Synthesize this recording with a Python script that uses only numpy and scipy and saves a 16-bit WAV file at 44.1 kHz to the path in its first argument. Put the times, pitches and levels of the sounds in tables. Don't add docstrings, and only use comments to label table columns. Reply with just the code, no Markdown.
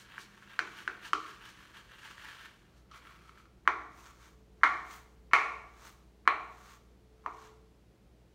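import sys
import numpy as np
from scipy import signal
from scipy.fft import rfft, irfft, next_fast_len
from scipy.io import wavfile
from scipy.ndimage import uniform_filter1d, minimum_filter1d, map_coordinates

SR = 44100
rng = np.random.default_rng(int(sys.argv[2]) if len(sys.argv) > 2 else 0)


def store_wav(level_fs):
    pcm = np.round(np.clip(np.atleast_2d(level_fs), -1, 1) * 32767)
    wavfile.write(sys.argv[1], SR, pcm.T.astype(np.int16))


N = 368144

# start_s, level_db, pitch_hz, ring_length_ratio, crack_db, room_db
WALL_GLANCES = [(0.18, -31.5, 1550, 0.76, -28, -6.5), (0.424, -46, 1490, .7, -24, -1),
                (0.591, -16, 1515, 0.44, -14, -5), (0.8769, -19.5, 1500, 0.18, -21, -5),
                (1.1321, -13.5, 1265, 0.11, -13, -6.5), (2.18, -40.5, 1660, .4, -24, -5.5),
                (2.254, -40, 1720, .6, -13, 0), (2.913, -50, 1300, 1, -4, 4),
                (3.293, -46, 1320, 1.2, -13.5, -5.5), (3.375, -50, 1566, 1.2, -13, -7),
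                (3.4, -52.5, 1316, 0.78, -15.5, -2), (3.455, -52, 1355, 0.75, -12, -4)]
# start_s, level_db, pitch_hz, decay_s,
# ring_db, ring_length_ratio, crack_db, ping_hz, ping_db, room_db
RIM_RAPS = [(3.676, -5.5, 1343, 0.00026, -16, 0.63, -27.5, 6000, -42, -6.5),
            (4.634, -3.5, 1446, 0.00026, -21, 2.64, -26.5, 4200, -45, -1),
            (5.334, -10, 1265, 0.00033, -5.5, 1.7, -15.5, 2900, -36.5, -1.5),
            (6.276, -4.5, 1170, 0.00027, -12, 0.9, -26.5, 4090, -24, -7.5),
            (7.2614, -19, 1025, 0.00048, -23, 0.87, -33.5, 2330, -31.5, -4)]
# frequency_hz, level_db, base_t60_s
BOWL_MODES = [(750.6, -37.5, .03), (950, -35, 0.038), (1100, -10.5, 0.012), (1160, -6, 0.059),
              (1264, -20, 0.028), (1432, 2.5, 0.017), (1720, -3.5, 0.022), (1847, -2, 0.025),
              (1980, -10, 0.02), (2162, 8, 0.0083), (2343, -6, 0.032), (2505, -7, 0.012), (2750, -14, 0.02),
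              (2990, -4.5, 0.0097), (3983, -15.5, .016), (5860, -11.5, .014)]
# frequency_hz, gain_db
CRACK_SPECTRUM = [(150, -13.5), (700, -6.5), (1500, 6), (2300, 2), (2700, 8), (3050, 16), (3550, 3.5),
                  (4200, 8), (5100, 2), (6000, 3.5), (7500, -4.5), (9500, -11.5), (10500, -18),
                  (15000, -21)]
# frequency_hz, gain_db
BOWL_RADIATION = [(100, -13.5), (380, 0.5), (560, -16.5), (850, -6), (1080, 4.5), (1400, 0.5), (15000, -2)]

# peak_s, half_length_s, squelch_db, fizz_db
BRUSH_STROKES = [(0.0, 0.033, -59.5, -60), (0.133, 0.048, -51.5, -76.5), (0.208, 0.032, -54.5, -57),
                 (0.527, 0.046, -53.5, -72), (0.677, .05, -57.5, -71.5), (0.785, .06, -51, -62),
                 (0.92, 0.065, -55.5, -88), (1.055, 0.033, -47.5, -57.5), (1.286, .08, -53, -63.5),
                 (1.449, 0.037, -49.5, -63), (1.494, 0.028, -56, -62.5), (1.61, 0.065, -56, -69),
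                 (1.77, 0.037, -51.5, -64.5), (1.926, 0.033, -56, -80), (2.067, 0.099, -52, -63),
                 (2.28, 0.12, -51, -63), (2.432, 0.058, -51.5, -66), (2.771, 0.036, -71, -74),
                 (2.96, 0.032, -53.5, -65), (3.082, 0.088, -56.5, -71.5), (3.26, 0.15, -64, -74),
                 (3.389, .03, -62.5, -72)]
# time_s, scrape_fraction
BOWL_TILT = [(2.6, 0.21), (2.85, 0.85)]
# frequency_hz, density_db
SQUELCH_SPECTRUM = [(200, -22), (650, -22), (950, -8), (1250, -7), (1650, 2), (2100, -9.5), (2500, -9),
                    (3000, -5.5), (3900, -15), (5000, -27.5), (8000, -34)]
# frequency_hz, density_db
SCRAPE_SPECTRUM = [(200, -34), (700, -20.5), (1000, -8.5), (1280, 2), (1700, -9), (2200, -8.5),
                   (2700, -13.5), (3300, -11.5), (4000, -27), (8000, -34.5)]
# frequency_hz, density_db
FIZZ_SPECTRUM = [(1500, -29), (3200, -6.5), (4200, 4), (5000, -0.5), (6200, 0), (8000, -6), (9500, -7),
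                 (10500, -13.5), (12000, -11), (15500, -18.5)]
# peak_s, swish_db, rise_s, foam_db
RIM_WIPES = [(3.975, -63.5, .04, -73), (4.068, -57.5, 0.077, -73.5), (4.265, -61.5, 0.13, -74.5),
             (4.935, -53, 0.06, -61.5), (5.874, -56, 0.095, -65.5), (6.72, -59, 0.2, -70.5),
             (7.45, -59.5, 0.12, -79)]
# frequency_hz, density_db
SWISH_SPECTRUM = [(300, -6.5), (750, 4), (1200, 16), (1700, 9.5), (2500, 4), (4000, 2), (5000, -1.5),
                  (6300, 3), (8000, -5), (9500, -10), (10500, -14.5), (12000, -12), (15500, -17.5)]
# frequency_hz, density_db
FOAM_SPECTRUM = [(2000, -24), (5000, -7.5), (6500, 0), (9000, -2), (10500, -7), (14500, -2)]

# frequency_hz, gain_db
ROOM_SPECTRUM = [(100, -7.5), (220, -5), (310, 5.5), (390, 6), (455, 6.5), (530, -6.5), (640, 5), (730, 4),
                 (850, 2), (1120, 6.5), (1600, -3), (2200, 5.5), (2800, 4), (4200, 4.5), (14000, 0.5)]
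# frequency_hz, t60_s
ROOM_DECAY = [(200, 0.96), (500, 0.97), (1100, 0.64), (2200, 0.61), (4500, 0.65), (12000, 0.95)]
# frequency_hz, level_db, t60_s
ROOM_MODES = [(316, -28.5, .8), (457, -30.5, 0.8), (731, -29, .8), (1072, -32, .7), (1106, -30.5, 0.57),
              (1154, -32, .7), (1385, -29, 0.57), (1822, -29, 0.52), (2233, -28.5, .6), (2303, -28.5, .6)]
# frequency_hz, density_db
AIR_SPECTRUM = [(22, -34.5), (42, -6.5), (65, -7), (88, -14), (125, -13), (195, -9), (255, -18),
                (320, -13.5), (500, -19.5), (650, -22.5), (1100, -30), (4500, -37.5), (9000, -45),
                (15500, -49.5)]
# time_s, level_db
HUM_LEVELS = [(0, -90), (2.45, -85), (2.8, -63.5), (5.2, -62.5), (8.35, -66.5)]
# time_s, level_db
DRONE_LEVELS = [(0, -77), (0.5, -67.5), (0.9, -72), (1.5, -76), (2.2, -87)]
# time_s, level_db
WHINE_LEVELS = [(0, -118), (4.1, -86.5), (4.4, -70.5), (6.0, -78), (7.1, -71.5), (7.5, -61.5), (7.8, -79)]

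TOUCH_LEAD_S, TOUCH_DB, TOUCH_ROOM_DB = .022, -50, 5.5
RAP_CUTOFF_HZ, PING_T60_S = 2200, .0088
CRACK_RISE_S, CRACK_T60_S, SPLASH_DB = .00031, .017, 15
THUD_HZ, THUD_DECAY_S, THUD_DB = 350, .0013, -19
CHURN_DB, CHURN_FIZZ_DB = -64, -73.5
LIFT_S, LIFT_DB_PER_S = 2.49, 46.5
FIZZ_LAG_S, FOAM_LAG_S = .008, .012
WIPE_RELEASE_S, DRAG_DB = .049, -14


def handle_impacts():
    track = np.zeros(N)
    for start_s, level_db, pitch_hz, ring_length, crack_db, room_db in WALL_GLANCES:
        glance = impact(pitch_hz, decay_s=.00067, ring_db=-13, ring_length=ring_length,
                        crack_db=crack_db, ping_hz=2860, ping_db=-37, room_db=room_db, cutoff_hz=1946)
        add(track, start_s, amp(level_db) * glance)
    for start_s, level_db, *contact, room_db in RIM_RAPS:
        touch = impact(*contact, TOUCH_ROOM_DB, RAP_CUTOFF_HZ)
        add(track, start_s - TOUCH_LEAD_S, amp(TOUCH_DB) * touch)
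        add(track, start_s, amp(level_db) * impact(*contact, room_db, RAP_CUTOFF_HZ))
    return track


def impact(pitch_hz, decay_s, ring_db, ring_length, crack_db, ping_hz, ping_db, room_db, cutoff_hz):
    t = np.arange(SR // 8) / SR
    onset = np.minimum(t / CRACK_RISE_S, 1)
    ping = amp(ping_db - 60 * t / PING_T60_S) * onset * np.sin(2 * np.pi * ping_hz * t)
    wood = bowl_vibration(pitch_hz, decay_s, ring_db, ring_length, cutoff_hz) + ping
    burst = rng.standard_normal(len(t)) * amp(-60 * t / CRACK_T60_S) * onset
    crack = coloured(burst, CRACK_SPECTRUM)
    splash = amp(SPLASH_DB) * coloured(signal.unit_impulse(len(t)), CRACK_SPECTRUM)
    thud_envelope = t / THUD_DECAY_S * np.exp(1 - t / THUD_DECAY_S)
    thud = thud_envelope * np.sin(2 * np.pi * THUD_HZ * (t - THUD_DECAY_S))
    recoil = amp(THUD_DB) * thud * (decay_s / THUD_DECAY_S) ** .72
    sound = bathroom(amp(room_db) * (wood + amp(crack_db) * splash) + recoil)
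    add(sound, 0, coloured(wood + amp(crack_db) * crack, BOWL_RADIATION))
    return sound


def bowl_vibration(pitch_hz, decay_s, ring_db, ring_length, cutoff_hz, seat_s=.0005):
    t = np.arange(SR // 8) / SR
    age = t / decay_s
    clack = (age / 2) ** 2 * np.exp(2 - age) * np.sin(2 * np.pi * pitch_hz * (t - seat_s))
    ring_t = np.maximum(t - seat_s, 0)
    ring = sum(amp(db + rng.normal(0, 1) - 60 * ring_t / (t60 * ring_length))
               * np.sin(2 * np.pi * hz * ring_t) for hz, db, t60 in BOWL_MODES)
    ring = signal.lfilter(*signal.butter(2, cutoff_hz, fs=SR), ring)
    wood = clack + amp(ring_db) * ring
    return coloured(wood, [(100, -14), (600, -6.5), (3000, 2), (4500, -13), (12000, -36)])


def whisking():
    _, _, squelch_db, fizz_db = np.transpose(BRUSH_STROKES)
    tilt = timeline(BOWL_TILT)
    drag_db = 2 * wobble(110)
    pops = crackle(per_second=900, spread_db=4, hiss_db=-2)
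    hollow = unit(coloured(pops, SQUELCH_SPECTRUM))
    scrape = unit(coloured(pops, SCRAPE_SPECTRUM))
    squelch = (1 - tilt) * hollow + tilt * scrape
    fizz = unit(coloured(crackle(per_second=3000, spread_db=4.5, hiss_db=2), FIZZ_SPECTRUM))
    return (amp(drag_db) * stirring(squelch_db, CHURN_DB, 0) * squelch
            + amp(.5 * drag_db) * stirring(fizz_db, CHURN_FIZZ_DB, FIZZ_LAG_S) * fizz)


def stirring(levels_db, churn_db, lag_s):
    churn = amp(churn_db - LIFT_DB_PER_S * np.maximum(np.arange(N) / SR - LIFT_S, 0))
    strokes = (amp(db) * swell(peak_s + lag_s, half_s, half_s)
               for (peak_s, half_s, *_), db in zip(BRUSH_STROKES, levels_db))
    return np.sqrt(churn ** 2 + sum(stroke ** 2 for stroke in strokes))


def wiping():
    swish = unit(coloured(crackle(per_second=820, spread_db=5, hiss_db=0), SWISH_SPECTRUM))
    foam = unit(coloured(crackle(per_second=1200, spread_db=4.5, hiss_db=-.5), FOAM_SPECTRUM))
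    swish_power, foam_gain = 0, 0
    for peak_s, swish_db, rise_s, foam_db in RIM_WIPES:
        drag = amp(DRAG_DB) * swell(peak_s, rise_s=.3, fall_s=.16, shape=2)
        swish_power += amp(swish_db) ** 2 * (swell(peak_s, rise_s, WIPE_RELEASE_S) ** 2 + drag ** 2)
        foam_gain += amp(foam_db) * swell(peak_s + FOAM_LAG_S, rise_s, WIPE_RELEASE_S)
    return amp(.8 * wobble(42)) * (np.sqrt(swish_power) * swish + foam_gain * foam)


def crackle(per_second, spread_db, hiss_db):
    pops = (rng.random(N) < per_second / SR) * rng.choice([-1, 1], N)
    sizes = amp(spread_db * np.clip(rng.standard_normal(N), -2, 2))
    return unit(unit(pops * sizes) + amp(hiss_db) * rng.standard_normal(N))


def bathroom(x, early_db=3, early_t60_s=.15, build_s=.0018):
    hz, t, noise = signal.stft(rng.standard_normal(SR * 3 // 4), SR, nperseg=256)
    diffuse = amp(-60 * t / along(ROOM_DECAY, hz)[:, None])
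    early = amp(early_db - 60 * t / early_t60_s)
    tail = signal.istft(noise * (diffuse + early), SR, nperseg=256)[1]
    t = np.arange(len(tail)) / SR
    tail = unit(tail * (1 - np.exp(-(t / build_s) ** 2)))
    tail += sum(amp(db) * unit(amp(-60 * t / t60) * np.sin(2 * np.pi * hz * t))
                for hz, db, t60 in ROOM_MODES)
    return signal.fftconvolve(x, coloured(tail / np.linalg.norm(tail), ROOM_SPECTRUM))


def background():
    def tone(hz, waver_hz):
        return np.sqrt(2) * np.sin(2 * np.pi * np.cumsum(hz + waver_hz * wobble(8.5)) / SR)
    air = amp(-64) * unit(coloured(rng.standard_normal(N), AIR_SPECTRUM))
    hum = amp(timeline(HUM_LEVELS) + .87 * wobble(6)) * tone(59.2, waver_hz=.55)
    hum += amp(-72.5) * tone(118.6, waver_hz=.33)
    drone = amp(timeline(DRONE_LEVELS)) * tone(204, waver_hz=.57)
    whine = amp(timeline(WHINE_LEVELS) + 1.2 * wobble(6.7)) * tone(436, waver_hz=2.7)
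    return air + hum + drone + whine


def amp(db):
    return 10 ** (np.asarray(db) / 20)


def unit(x):
    return x / np.sqrt(np.mean(x ** 2) + 1e-20)


def along(points, hz):
    frequencies, values = np.transpose(points)
    return np.interp(np.log(hz + 1), np.log(frequencies + 1), values)


def timeline(points):
    return np.interp(np.arange(N) / SR, *np.transpose(points))


def wobble(rate_hz):
    knots = rng.standard_normal(int(N * rate_hz / SR) + 4)
    return map_coordinates(knots, [np.arange(N) * rate_hz / SR])


def swell(peak_s, rise_s, fall_s, shape=1.5):
    t = np.arange(N) / SR - peak_s
    return np.exp(-np.minimum(np.maximum(-t / rise_s, t / fall_s) ** shape, 20))


def coloured(x, spectrum):
    size = 2 * next_fast_len(len(x) // 2 + 4096)
    gain = amp(along(spectrum, np.fft.rfftfreq(size, 1 / SR)))
    cepstrum = irfft(np.log(gain), size)
    cepstrum[1:size // 2] *= 2
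    cepstrum[size // 2 + 1:] = 0
    return irfft(rfft(x, size) * np.exp(rfft(cepstrum)), size)[:len(x)]


def add(track, start_s, sound):
    part = track[round(start_s * SR):]
    part[:len(sound)] += sound[:len(part)]


def scene():
    lather = whisking() + wiping()
    return (handle_impacts() + lather + amp(-9.5) * bathroom(lather)[:N] + background())[None]


def record(dry, ceiling=.72, top_hz=15800):
    needed = ceiling / np.maximum(np.abs(dry), ceiling)
    gain = uniform_filter1d(minimum_filter1d(needed, size=65), size=65)
    size = next_fast_len(N + SR // 2)
    passband = np.fft.rfftfreq(size, 1 / SR) < top_hz
    return irfft(rfft(dry * gain, size) * passband, size)[:, :N]


dry = scene()
out = record(dry)
store_wav(out)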